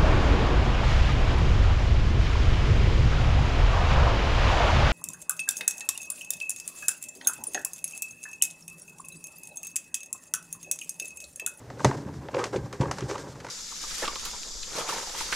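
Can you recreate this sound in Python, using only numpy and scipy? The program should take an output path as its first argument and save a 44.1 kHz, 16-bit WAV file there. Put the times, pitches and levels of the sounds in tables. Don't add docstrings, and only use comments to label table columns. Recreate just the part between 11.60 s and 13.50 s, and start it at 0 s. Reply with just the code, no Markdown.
import sys
import numpy as np
from scipy import signal
from scipy.fft import rfft, irfft
from scipy.io import wavfile
from scipy.ndimage import uniform_filter1d

SR = 44100
rng = np.random.default_rng(int(sys.argv[2]) if len(sys.argv) > 2 else 0)


def boost(x):
    u = np.asarray(x, float) / 20
    return 10 ** u


def dump(signal):
    limited = np.clip(np.atleast_2d(signal).T, -1, 1)
    pcm = np.round(limited * 32767).astype(np.int16)
    wavfile.write(sys.argv[1], SR, pcm)


N = 83790


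def colour(x, points):
    p = np.array(points, float)
    hz = np.arange(len(x) // 2 + 1) * SR / len(x) + 1
    gain_db = np.interp(np.log(hz), np.log(p[:, 0]), p[:, 1])
    return irfft(rfft(x) * boost(gain_db), len(x))


def unit(x):
    return x / np.sqrt(np.mean(x ** 2))


def unit_energy(x):
    return x / np.sqrt(np.sum(x ** 2))


def walk(rate):
    hold = int(SR / rate)
    steps = np.repeat(rng.standard_normal(N // hold + 1), hold)
    return 1.65 * uniform_filter1d(uniform_filter1d(steps, hold), hold)[:N]


def ring(modes, gains_db, chance, sign=-0.96):
    detune, spread_db = 0.01, 1.5
    m, t = np.array(modes, float), np.arange(SR // 3)[:, None] / SR
    hz = m[:, 0] * (1 + detune * chance[0])
    gain = sign ** np.arange(len(m)) * boost(m[:, 1] + gains_db + spread_db * chance[1])
    decay = boost(-60 * t / m[:, 2])
    return (np.sin(2 * np.pi * hz * t) * decay) @ gain


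def near_spot(modes, hz, octaves):
    distance = np.log2(np.array(modes)[:, 0]) - np.log2(hz)
    return -6 * (distance / octaves) ** 2


def add(out, s, db, sound):
    i = int(s * SR)
    out[i:i + len(sound)] += (boost(db) * sound / np.abs(sound).max())[:N - i]


def dull(x):
    low_hz, top_hz = 233, 3240
    return signal.sosfilt(signal.butter(2, [low_hz, top_hz], "band", fs=SR, output="sos"), x)


# (time [s], peak level [dB], pitch region of the spot [Hz], contact [s])
SHELL_KNOCKS = [(.102, -30.5, 727, 0.0025), (.168, -36.5, 510, 0.015), (0.195, -32, 1510, 0.0025),
                (.200, -31.5, 557, 0.0069), (0.204, -28, 1060, 0.0034), (.214, -31, 540, 0.00073),
                (0.246, -8, 701, 0.0013), (0.2489, -15.5, 1140, 0.0013), (.249, -20.5, 560, 0.0069),
                (.268, -42, 575, 0.0056), (.257, -33, 576, 0.013), (0.311, -34.5, 1800, 0.006),
                (.3115, -21, 980, 0.0021), (.322, -32, 660, 0.017), (.335, -51, 415, 0.012),
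                (.385, -33, 820, 0.00083), (.451, -34.5, 415, 0.0013), (.486, -37, 1000, 0.0025),
                (.659, -37, 455, 0.0065), (.685, -27.5, 754, 0.0027), (.728, -36, 580, 0.011),
                (.741, -25.5, 990, 0.0024), (.745, -18.5, 496, 0.0074), (.765, -17.5, 488, 0.0086),
                (.783, -27, 980, 0.00047), (0.794, -26, 1170, 0.0082), (.802, -34, 1060, 0.0037),
                (0.81, -27, 1210, 0.0086), (.789, -20, 492, 0.0096), (.797, -23, 437, 0.01),
                (.808, -31.5, 510, 0.0088), (.820, -26.5, 495, 0.0083), (.833, -26, 925, 0.0017),
                (.841, -30.5, 1220, 0.0046), (.855, -23.5, 565, 0.0027), (.876, -39, 415, 0.0029),
                (.930, -26, 478, 0.0064), (.942, -22.5, 630, 0.0027), (0.958, -17, 432, 0.008),
                (.972, -30.5, 462, 0.0056), (1.126, -43, 1060, 0.0013), (1.133, -27, 580, 0.0036),
                (1.206, -25.5, 566, 0.012), (1.210, -25.5, 950, 0.00033), (1.215, -23.5, 904, 0.0048),
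                (1.226, -21.5, 415, 0.0093), (1.233, -23, 1030, 0.0015), (1.243, -41, 415, 0.0046),
                (1.255, -27, 1060, 0.0052), (1.272, -41, 395, 0.0083), (1.31, -26, 833, 0.0038),
                (1.383, -27, 900, 0.0013), (1.418, -26.5, 400, 0.014), (1.493, -34, 800, 0.0013),
                (1.494, -26.5, 430, 0.013), (1.511, -28, 950, 0.0025), (1.511, -26, 415, 0.0054),
                (1.521, -30.5, 413, 0.0072), (1.544, -31, 910, 0.003), (1.5545, -25.5, 1064, 0.0027),
                (1.594, -36.5, 442, .005), (1.662, -52, 415, 0.01), (1.755, -39.5, 990, 0.0029),
                (1.846, -29, 750, 0.00078), (1.866, -32.5, 1030, 0.0012), (1.886, -48, 1290, 0.0045)]
# (frequency [Hz], relative level [dB], decay by 60 dB [s])
SHELL_RESONANCES = [(415, 4, 0.034), (467.3, 6, 0.03), (516, 10.5, 0.016), (612.7, -3, 0.047),
                    (764, -0.5, 0.017), (878.4, 7, 0.016), (950, 9, 0.016), (1070, 8, 0.0091),
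                    (1255, -0.5, 0.016), (1368, -1, 0.0092), (1592, -6.5, 0.054), (1800, -3.5, 0.0093),
                    (2160, -12, 0.033), (2620, -9, 0.008)]


def knocks():
    spot_octaves, least_answer_db, contact_db = 0.54, -22, 3
    out, t = np.zeros(N), np.arange(2048) / SR
    for s, db, hz, contact in SHELL_KNOCKS:
        near_db = np.maximum(near_spot(SHELL_RESONANCES, hz, spot_octaves), least_answer_db)
        swell = np.sin(np.pi * np.clip(t / max(contact, .0004), 0, 1)) ** 2
        grit = uniform_filter1d(rng.standard_normal(len(t)), size=8)
        chatter = swell * (np.sin(2 * np.pi * hz * t) + grit)
        chance = rng.standard_normal((2, len(SHELL_RESONANCES)))
        rung = signal.fftconvolve(ring(SHELL_RESONANCES, near_db, chance), chatter)
        direct = np.pad(chatter, (0, len(rung) - len(t))) / np.abs(chatter).max()
        add(out, s, db, dull(rung / np.abs(rung).max() + boost(contact_db) * direct))
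    return out


# (time [s], peak level [dB], pitch region of the spot [Hz], contact [s])
TABLE_THUDS = [(0.2459, -19, 288, 0.0029), (0.255, -12.5, 205, 0.0038), (0.277, -21.5, 139, 0.0044),
               (0.297, -21, 278, 0.0017), (0.461, -26.5, 190, 0.0026), (0.566, -42, 79, 0.012),
               (0.586, -34, 130, 0.004), (0.954, -25, 206, 0.0027), (0.979, -26, 135, 0.0032),
               (1.003, -31.5, 84, 0.0092), (1.04, -27.5, 130, 0.0048), (1.2019, -13.5, 152, 0.0022),
               (1.222, -20.5, 330, 0.0021), (1.263, -26.5, 120, 0.0042), (1.289, -31.5, 130, 0.0079),
               (1.422, -26, 220, 0.0014), (1.436, -26.5, 125, 0.0058)]
# (frequency [Hz], relative level [dB], decay by 60 dB [s])
TABLE_RESONANCES = [(77, -12, 0.3), (135.2, 2, 0.14), (189.8, -2, 0.088), (230, -3, 0.078),
                    (288.6, 0.5, 0.1), (331.3, -10.5, 0.22)]


def thuds():
    spot_octaves, low_hz = 0.84, 72
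    out = np.zeros(N)
    radiation = signal.butter(2, low_hz, "high", fs=SR, output="sos")
    for s, db, hz, contact in TABLE_THUDS:
        near_db = near_spot(TABLE_RESONANCES, hz, spot_octaves)
        push = np.hanning(int(contact * SR))
        chance = rng.standard_normal((2, len(TABLE_RESONANCES)))
        rung = signal.fftconvolve(ring(TABLE_RESONANCES, near_db, chance, sign=0.91), push)
        add(out, s, db, -signal.sosfilt(radiation, rung))
    return out


# (time [s], peak level [dB], contact [s], top of the tick's band [Hz])
EDGE_TICKS = [(0.101, -35, 0.0038, 7200), (0.2458, -10.5, 0.0027, 12800), (.312, -49, 0.0013, 5000),
              (0.3425, -36, 0.0012, 8030), (0.686, -34.5, 0.00095, 5330), (.538, -42, 0.0045, 9000),
              (.715, -42, 0.0016, 11100), (0.745, -25, 0.00086, 6400), (0.785, -31.5, 0.016, 12300),
              (0.8396, -18.5, 0.0025, 11200), (0.936, -50, 0.0032, 8000), (1.048, -47, .002, 6000),
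              (0.96, -31, 0.0068, 8800), (1.127, -28.5, 0.0012, 14000), (1.209, -26.5, 0.0078, 10100),
              (1.312, -17.5, 0.0026, 12700), (1.3846, -24, 0.00076, 15000), (1.407, -26.5, 0.0011, 9000),
              (1.497, -31, 0.015, 7700), (1.511, -27, 0.0021, 7000), (1.555, -30, 0.0017, 6950),
              (1.579, -30.5, 0.0034, 12000), (1.755, -41.5, 0.004, 9000), (1.801, -36.5, 0.0047, 14000),
              (1.846, -34.5, 0.0037, 11000), (1.867, -32, 0.00088, 11000), (1.884, -32.5, 0.0075, 11000)]
# (frequency [Hz], gain [dB])
TICK_SPECTRUM = [(900, 11.5), (2000, 8.5), (3300, -1.5), (5000, 1.5), (6500, 2), (8500, -7), (12000, -18.5),
                 (16000, -33)]


def ticks():
    tail_db, tail_t60_s = -17, 0.18
    rise = 3.0
    out, t = np.zeros(N), np.arange(SR // 4) / SR
    for s, db, contact, top_hz in EDGE_TICKS:
        u = t / contact
        scatter = boost(tail_db - 60 * t / tail_t60_s)
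        shape = (1 - np.exp(-rise * u)) * (np.exp(-u) + scatter)
        edge = signal.butter(3, [900, top_hz], "band", fs=SR, output="sos")
        noise = colour(rng.standard_normal(len(t)), TICK_SPECTRUM)
        add(out, s, db, signal.sosfilt(edge, noise * shape))
    return out


# (start [s], length before the fade [s], hiss level [dB],
# shell rattle level before the shell dulls it [dB])
SLIDE_STROKES = [(0.092, 0.14, -62.5, -56), (0.181, 0.13, -51, -46.5), (0.234, 0.12, -51.5, -38),
                 (0.364, 0.058, -50, -46.5), (0.456, 0.042, -62, -41.5), (0.524, 0.056, -56, -55),
                 (0.608, 0.049, -62, -46.5), (0.699, 0.069, -57, -43), (0.747, 0.023, -53, -38.5),
                 (0.775, 0.056, -48.5, -35), (0.842, 0.023, -46.5, -46), (0.856, 0.057, -53.5, -56),
                 (0.923, 0.048, -47.5, -34), (0.98, 0.082, -57.5, -48), (1.045, 0.068, -63.5, -52),
                 (1.13, 0.11, -57.5, -48), (1.196, 0.063, -52, -35), (1.264, .035, -52.5, -42.5),
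                 (1.307, 0.072, -47.5, -46.5), (1.383, 0.022, -54, -40.5), (1.427, 0.072, -50.5, -44.5),
                 (1.48, 0.063, -44.5, -40.5), (1.541, 0.048, -51.5, -40.5), (1.585, 0.041, -48, -46),
                 (1.635, 0.046, -53, -47), (1.674, 0.056, -50.5, -58.5), (1.747, 0.067, -55, -54.5),
                 (1.827, 0.14, -54, -49.5)]
# (frequency [Hz], density [dB per Hz])
SKIN_SPECTRUM = [(700, 4), (1500, -1), (2500, -9.5), (3500, -5.5), (5500, -2), (7500, -4.5), (10000, -16.5),
                 (14000, -26), (16000, -51)]


def slide():
    rise_s, fade_s = 0.011, 0.012
    slips_per_s, slip_db = 2500, 1.5
    rattle_uneven_db, hiss_uneven_db = 2, 1.2
    t, c = np.arange(N) / SR, np.array(SLIDE_STROKES)[:, :, None]
    late = t - c[:, 0]
    shape = np.clip(late / rise_s, 0, 1) * np.exp(-np.maximum(late - c[:, 1], 0) / fade_s)
    hiss_level = (shape * boost(c[:, 2])).sum(axis=0)
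    rattle_level = (shape * boost(c[:, 3])).sum(axis=0)

    happens = rng.random(N) < slips_per_s / SR
    slips = unit(happens * boost(slip_db * rng.exponential(size=N)) * rng.standard_normal(N))
    body = ring(SHELL_RESONANCES, 0, np.zeros((2, len(SHELL_RESONANCES))))
    force = slips * rattle_level * boost(rattle_uneven_db * walk(120))
    rattle = signal.fftconvolve(force, unit_energy(body))[:N]

    skin = unit(colour(rng.standard_normal(N) + 0.25 * slips, SKIN_SPECTRUM))
    hiss = skin * hiss_level * boost(hiss_uneven_db * walk(39.6))
    return dull(rattle) + hiss


# (time [s], level [dB])
RUMBLE_LEVEL = [(0, -52), (.18, -52), (.26, -35), (.4, -40.5), (.53, -37.5), (.62, -50), (.7, -46.5),
                (.9, -48), (.96, -38.5), (1.1, -50), (1.18, -55), (1.22, -44), (1.34, -42), (1.4, -48),
                (1.45, -45), (1.5, -46), (1.6, -51), (1.9, -58)]


def rumble():
    uneven_db = 2
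    c = np.array(RUMBLE_LEVEL)
    top = ring(TABLE_RESONANCES, 0, np.zeros((2, len(TABLE_RESONANCES))))
    level_db = np.interp(np.arange(N) / SR, c[:, 0], c[:, 1])
    force = rng.standard_normal(N) * boost(level_db + uneven_db * walk(30))
    return signal.fftconvolve(force, unit_energy(top))[:N]


# (frequency [Hz], density [dB per Hz])
ROOM_SPECTRUM = [(18, -38), (30, -11), (121, -1), (336, -10), (415, -4), (666, -14), (866, -12),
                 (1220, -19), (1630, -20), (2980, -30), (6720, -30), (13700, -49), (16000, -65)]


def room_tone():
    noise_db = -47.5
    hum_hz, hum_db, hum_waver_db = 121.7, -49, 1
    hum_pitch = hum_hz * (1 + 0.026 * walk(9.47))
    hum = np.sin(2 * np.pi * np.cumsum(hum_pitch) / SR) * boost(hum_db + hum_waver_db * walk(11.4))
    noise = unit(colour(rng.standard_normal(N), ROOM_SPECTRUM))
    return noise * boost(noise_db + 0.5 * walk(2.3)) + hum


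def small_room(hits):
    room_db, t60_s = -13, .22
    t = np.arange(SR // 2) / SR
    tail = rng.standard_normal(len(t)) * boost(-60 * t / t60_s) * (t > .004)
    return boost(room_db) * signal.fftconvolve(hits, unit_energy(tail))[:N]


def scene():
    hits = knocks() + thuds()
    mid = hits + small_room(hits) + ticks() + slide() + rumble() + room_tone()
    return np.array([mid, mid])


def roll_off(x):
    return signal.sosfilt(signal.butter(12, 16470, fs=SR, output="sos"), x)


# (frequency [Hz], gain [dB])
ROUGH_SIDE_SPECTRUM = [(100, -42), (500, -52), (2000, -42), (4000, -28), (8000, -12.5), (15000, -10)]


def record(dry):
    low_hz, top_hz = 29.3, 15800
    hiss_db, hiss_top_hz = -67, 14900
    roughness_per_s = 2000
    band = np.vstack([signal.butter(2, low_hz, "high", fs=SR, output="sos"),
                      signal.ellip(6, .3, 40, top_hz, fs=SR, output="sos")])
    rough_side = colour(dry[0], ROUGH_SIDE_SPECTRUM) * walk(roughness_per_s)
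    hiss_band = signal.ellip(6, .3, 30, hiss_top_hz, fs=SR, output="sos")
    hiss = boost(hiss_db) * signal.sosfilt(hiss_band, rng.standard_normal(dry.shape))
    mix = signal.sosfilt(band, dry + rough_side * np.array([[1], [-1]]) + hiss)
    return roll_off(mix)


dry = scene()
out = record(dry)
dump(out)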